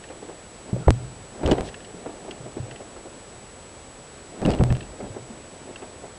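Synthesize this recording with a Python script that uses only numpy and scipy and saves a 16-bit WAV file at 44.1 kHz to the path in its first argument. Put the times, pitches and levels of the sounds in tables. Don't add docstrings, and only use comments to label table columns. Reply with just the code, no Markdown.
import sys
import numpy as np
from scipy import signal
from scipy.fft import rfft, irfft, next_fast_len
from scipy.io import wavfile
from scipy.ndimage import map_coordinates

SR = 44100
rng = np.random.default_rng(int(sys.argv[2]) if len(sys.argv) > 2 else 0)


def unload_audio(sound):
    columns = np.transpose(np.atleast_2d(sound))
    steps = np.round(np.clip(columns, -1, 1) * 32767)
    wavfile.write(sys.argv[1], SR, steps.astype(np.int16))


N = 272531


def amp(db):
    return 10 ** (np.asarray(db) / 20)


def unit(x):
    return x / np.sqrt(np.mean(x ** 2) + 1e-20)


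def add(track, start_s, sound):
    start = max(round(start_s * SR), 0)
    track[start:start + len(sound)] += sound[:max(N - start, 0)]


def wobble(rate_hz):
    knots = rng.standard_normal(int(N * rate_hz / SR) + 4)
    return map_coordinates(knots, [np.arange(N) * rate_hz / SR])


def gain(spectrum, hz):
    freq_hz, level_db = np.transpose(spectrum)
    return amp(np.interp(np.log(hz + 1), np.log(freq_hz), level_db))


def filtered(x, response):
    size = next_fast_len(len(x) + 8192)
    return irfft(rfft(x, size) * response(np.fft.rfftfreq(size, 1 / SR)), size)[:len(x)]


def body_response(spectrum, size=4096):
    cepstrum = irfft(np.log(gain(spectrum, np.fft.rfftfreq(size, 1 / SR))))
    cepstrum[1:size // 2] *= 2
    cepstrum[size // 2 + 1:] = 0
    return irfft(np.exp(rfft(cepstrum)))


def envelope(t, t60_s, rise_s):
    return amp(-60 * t / t60_s) * (1 - np.exp(-t / rise_s))


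def softness(level_db, double_db):
    return 2 ** (-level_db / double_db)


def rattle(body, level_db, t60_s, rise_s, first_contact):
    t = np.arange(SR // 4) / SR
    fade = envelope(t, t60_s, rise_s)
    force = fade * rng.standard_normal(len(t))
    force[0] += first_contact * np.linalg.norm(fade)
    ring = signal.fftconvolve(force, body)[:len(t)]
    return amp(level_db) * ring * np.linalg.norm(fade) / np.linalg.norm(ring)


def background(air_db=-44.5, whine_db=-52.5, whine_hz=7849.5, skips_per_s=23):
    # freq_hz, level_db
    air_spectrum = [(15, -34), (25, -4.5), (108, -2), (166, -5.5), (262, -4), (298, -7.5), (338, -4),
                    (519, -4.5), (905, -10.5), (1620, -15), (6020, -22.5), (7950, -22.5), (10500, -25.5),
                    (13600, -55), (22000, -120)]
    air = unit(filtered(rng.standard_normal(N), lambda hz: gain(air_spectrum, hz)))
    t = np.arange(N) / SR
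    skip_index = (t * skips_per_s).astype(int)
    phase_rad = np.cumsum(rng.normal(0, 1.9, skip_index[-1] + 1))
    whine = unit(np.sin(2 * np.pi * whine_hz * t + phase_rad[skip_index]))
    return amp(air_db) * air + amp(whine_db) * whine


def strain(swell_share=0.77):
    # peak_s, level_db, ease_s (to fall by 20 dB)
    shoves = [(.12, -46.5, .3), (.32, -39, 0.07), (.70, -36.5, 0.13), (.80, -36, 0.1), (1.0, -40, .2),
              (1.501, -19, 0.1633), (1.61, -28.5, 0.18), (2.1, -41, 1.1), (2.29, -38, 0.5),
              (2.58, -37.5, .1), (2.72, -40, 0.53), (3.07, -45, 0.4), (4.36, -36, 0.1), (4.49, -20, 0.15),
              (4.65, -31, 0.3), (5.05, -37, 0.33), (5.32, -45, 1), (5.70, -37, 0.1), (5.87, -45, 0.8),
              (6.05, -42, .2)]
    t, level = np.arange(N) / SR, np.zeros(N)
    for peak_s, level_db, ease_s in shoves:
        from_peak = np.maximum((peak_s - t) / swell_share, t - peak_s) / ease_s
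        level = np.maximum(level, amp(level_db - 20 * from_peak))
    return level


def chafing(slip_db=2.0, bass_hz=200, stir_db=-31):
    # freq_hz, level_db
    rub_spectrum = [(25, -8), (70, 3.5), (180, 2.5), (400, 0.5), (700, -3), (1100, -18.5), (2000, -25.5),
                    (4000, -33.5), (11000, -57)]
    level = strain()
    slips = rng.standard_normal(N) * amp(slip_db * wobble(rate_hz=160))
    rub = unit(filtered(slips, lambda hz: gain(rub_spectrum, hz)))
    bass = filtered(rub, lambda hz: 1 / (1 + (hz / bass_hz) ** 4))
    bass_cut = 1 / (1 + (level / amp(stir_db)) ** 2)
    return level * (rub - bass_cut * bass)


def metal_ticks(focus_db=9, middle_hz=2900):
    # start_s, level_db, pitch_hz
    ticks = [(.039, -33, 1700), (.088, -38.5, 2300), (1.461, -21.5, 3730), (1.513, -16.5, 4500),
             (1.53, -29, 3500), (1.581, -32.5, 2400), (1.688, -33, 2387), (1.743, -28.5, 1700),
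             (1.805, -38, 2000), (1.847, -35.5, 3200), (2.31, -27, 3350), (2.711, -32, 2300),
             (2.76, -33.5, 2500), (4.451, -21.5, 2710), (4.515, -29, 4500), (4.536, -27, 3100),
             (4.588, -32.5, 2000), (4.703, -27.5, 2050), (4.751, -31.5, 2400), (4.807, -30.5, 2300),
             (4.828, -35.5, 2300), (5.759, -28.5, 2240), (5.821, -38, 2250)]
    # freq_hz, width_hz, level_db
    steel_modes = [(1910, 230, 3.5), (2840, 210, 5), (3143, 180, 1), (3900, 420, -10), (4850, 1200, -12.5),
                   (6540, 310, -6)]
    out, t = np.zeros(N), np.arange(SR // 20) / SR
    for start_s, level_db, pitch_hz in ticks:
        tuning = (pitch_hz / middle_hz) ** 0.12
        steel = np.zeros(len(t))
        for freq_hz, width_hz, mode_db in steel_modes:
            weight = amp(mode_db - focus_db * np.log2(freq_hz / pitch_hz) ** 2) * width_hz
            steel += weight * np.exp(-np.pi * width_hz * t) * np.sin(2 * np.pi * freq_hz * tuning * t)
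        low_hz, top_hz = 0.55 * pitch_hz, 5500 + pitch_hz / 2
        steel = filtered(steel, lambda hz: 1 / (1 + (hz / top_hz) ** 4))
        steel = signal.lfilter(*signal.butter(2, low_hz, 'high', fs=SR), steel)
        add(out, start_s, rattle(steel, level_db, t60_s=0.025, rise_s=0.001, first_contact=0.61))
    return out


def panel_knocks(longest_t60_s=0.16):
    # start_s, level_db, tilt_db_per_octave
    knocks = [(.1, -33, 2.5), (.224, -31, -4), (.286, -31.5, 1), (.730, -29, -5), (.760, -24, -8),
              (0.8808, -2.5, 0.3), (.888, -14.5, -6.5), (1.432, -24.5, 1), (1.454, -16, -3),
              (1.482, -19, -1), (1.514, -10, -1), (1.527, -15.5, -1), (1.581, -19, 1), (1.937, -35, -3.5),
              (2.059, -25, 0), (2.091, -32, -0.5), (2.280, -30, -2.5), (2.459, -30, -2.5), (2.567, -25, -2),
              (2.802, -33, -1.5), (2.961, -34.5, -0.5), (3.055, -34, -2.5), (4.416, -27.5, .5),
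              (4.425, -18, -3.5), (4.451, -14, -8), (4.479, -18, -2.5), (4.512, -23, -4.5),
              (4.594, -21, -3), (4.608, -14, -1), (4.701, -27, 0.5), (5.002, -28.5, 1), (5.163, -28, -1.5),
              (5.82, -31, 0.5), (6.036, -32, 0)]
    # freq_hz, level_db
    panel_spectrum = [(30, -21), (110, -7), (220, -3.5), (290, -1), (390, 3), (460, -1.5), (560, -1.5),
                      (740, -4.5), (1000, -12.5), (1500, -20.5), (2400, -29), (5000, -49), (11000, -60)]
    out = np.zeros(N)
    for start_s, level_db, tilt in knocks:
        free_t60_s = 0.017 * softness(level_db, double_db=7)
        t60_s = 1 / (1 / free_t60_s + 1 / longest_t60_s)
        rise_s = 0.00017 * softness(level_db, double_db=9)
        lowest_hz = 90.3 * softness(level_db, double_db=19.5)
        panel = body_response([(hz, db + tilt * np.log2(hz) - 10 * np.log10(1 + (lowest_hz / hz) ** 4))
                               for hz, db in panel_spectrum])
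        add(out, start_s, rattle(panel, level_db, t60_s, rise_s, first_contact=0.18))
    return out


def front_end_thumps(fork_hz=123.9, waver_db=7.0, sway_below_thud_db=31):
    # start_s, thud_db, thud_hz, boom_db, boom_t60_s
    jolts = [(.730, -11, 178, -16.5, 0.243), (.801, -27, 161, -36, .1), (.873, -4, 63.5, -15, 0.49),
             (.887, -5.5, 74, -20, 0.12), (.903, -15, 240, -28, .1), (1.452, -13, 72.2, -36, .2),
             (1.5155, -8.5, 280, -27, .25), (1.589, -21, 185, -43, .2), (1.945, -35.5, 178, -55, .1),
             (2.402, -36, 147.3, -41.5, 1), (2.6, -27, 101.8, -26.5, 0.44), (4.45, -8.5, 160, -35, .2),
             (4.476, -2, 202.4, -30, 0.28), (4.599, -7.5, 76, -17.5, .2), (4.603, -5.5, 220, -39, .1),
             (4.622, -3, 161, -17.5, 0.38), (4.704, -8, 78, -24, .1), (4.713, -15, 158, -11, 0.15),
             (5.027, -28, 200.3, -35, 0.266), (5.101, -35, 106.4, -43, 0.76), (5.30, -30, 224, -57.5, .1)]
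    # freq_hz, level_db
    sway_spectrum = [(20, -33), (45, 0), (62, -3), (90, -7.5), (180, -7), (300, -31), (1000, -80)]
    out, t = np.zeros(N), np.arange(SR) / SR
    for start_s, thud_db, thud_hz, boom_db, boom_t60_s in jolts:
        thud_cycles = 5.56 * softness(thud_db, double_db=13)
        thud = np.sin(2 * np.pi * thud_hz * t) * envelope(t, thud_cycles / thud_hz, rise_s=0.002)
        play = 1 - np.exp(-t / 0.11)
        swell = play * wobble(rate_hz=29.0)[:SR]
        drift_rad = play * wobble(rate_hz=25.9)[:SR]
        boom = np.sin(2 * np.pi * fork_hz * t + drift_rad) * amp(waver_db * swell)
        boom *= envelope(t, boom_t60_s, rise_s=0.00103)
        sway = unit(filtered(rng.standard_normal(SR), lambda hz: gain(sway_spectrum, hz)))
        sway *= amp(-sway_below_thud_db) * envelope(t, t60_s=1.15, rise_s=0.002)
        add(out, start_s, amp(thud_db) * (thud + sway) + amp(boom_db) * boom)
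    return out


def metal_scrapes():
    # start_s, length_s, level_db, centre_hz, half_width_octaves
    slides = [(0.811, 0.098, -47, 1360, 0.08), (1.634, 0.072, -46, 3510, 0.62),
              (4.469, 0.05, -44, 2540, 0.06), (4.484, .045, -45, 4800, 0.13)]
    out = np.zeros(N)
    for start_s, length_s, level_db, centre_hz, half_width in slides:
        stroke = np.sin(np.linspace(0, np.pi, round(length_s * SR)))
        band = lambda hz: 1 / (1 + (np.log2((hz + 1) / centre_hz) / half_width) ** 2)
        rasp = unit(filtered(rng.standard_normal(len(stroke)), band))
        add(out, start_s, amp(level_db) * stroke * rasp)
    return out


def camera_pops(recovery_s=0.0015):
    # start_s, step_full_scale (signed)
    pops = [(0.906, -0.69), (1.4329, -0.053), (1.477, 0.2), (1.5204, 0.32), (1.6092, 0.19), (4.4181, -0.09),
            (4.462, -0.26), (4.5055, -0.24), (4.55, 0.12), (4.6377, 0.32), (4.7256, 0.18), (4.7687, 0.086)]
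    out, t = np.zeros(N), np.arange(SR // 20) / SR
    for start_s, step in pops:
        add(out, start_s, step * np.exp(-t / recovery_s))
    return out


def scene():
    bike = front_end_thumps() + panel_knocks() + metal_ticks() + metal_scrapes() + chafing()
    return (bike + camera_pops() + background())[None]


def record(dry):
    top_hz = 10750
    low_pass = lambda hz: 1 / np.sqrt(1 + (hz / top_hz) ** 120)
    return filtered(np.clip(dry[0], -1, 1), low_pass)[None]


dry = scene()
out = record(dry)
unload_audio(out)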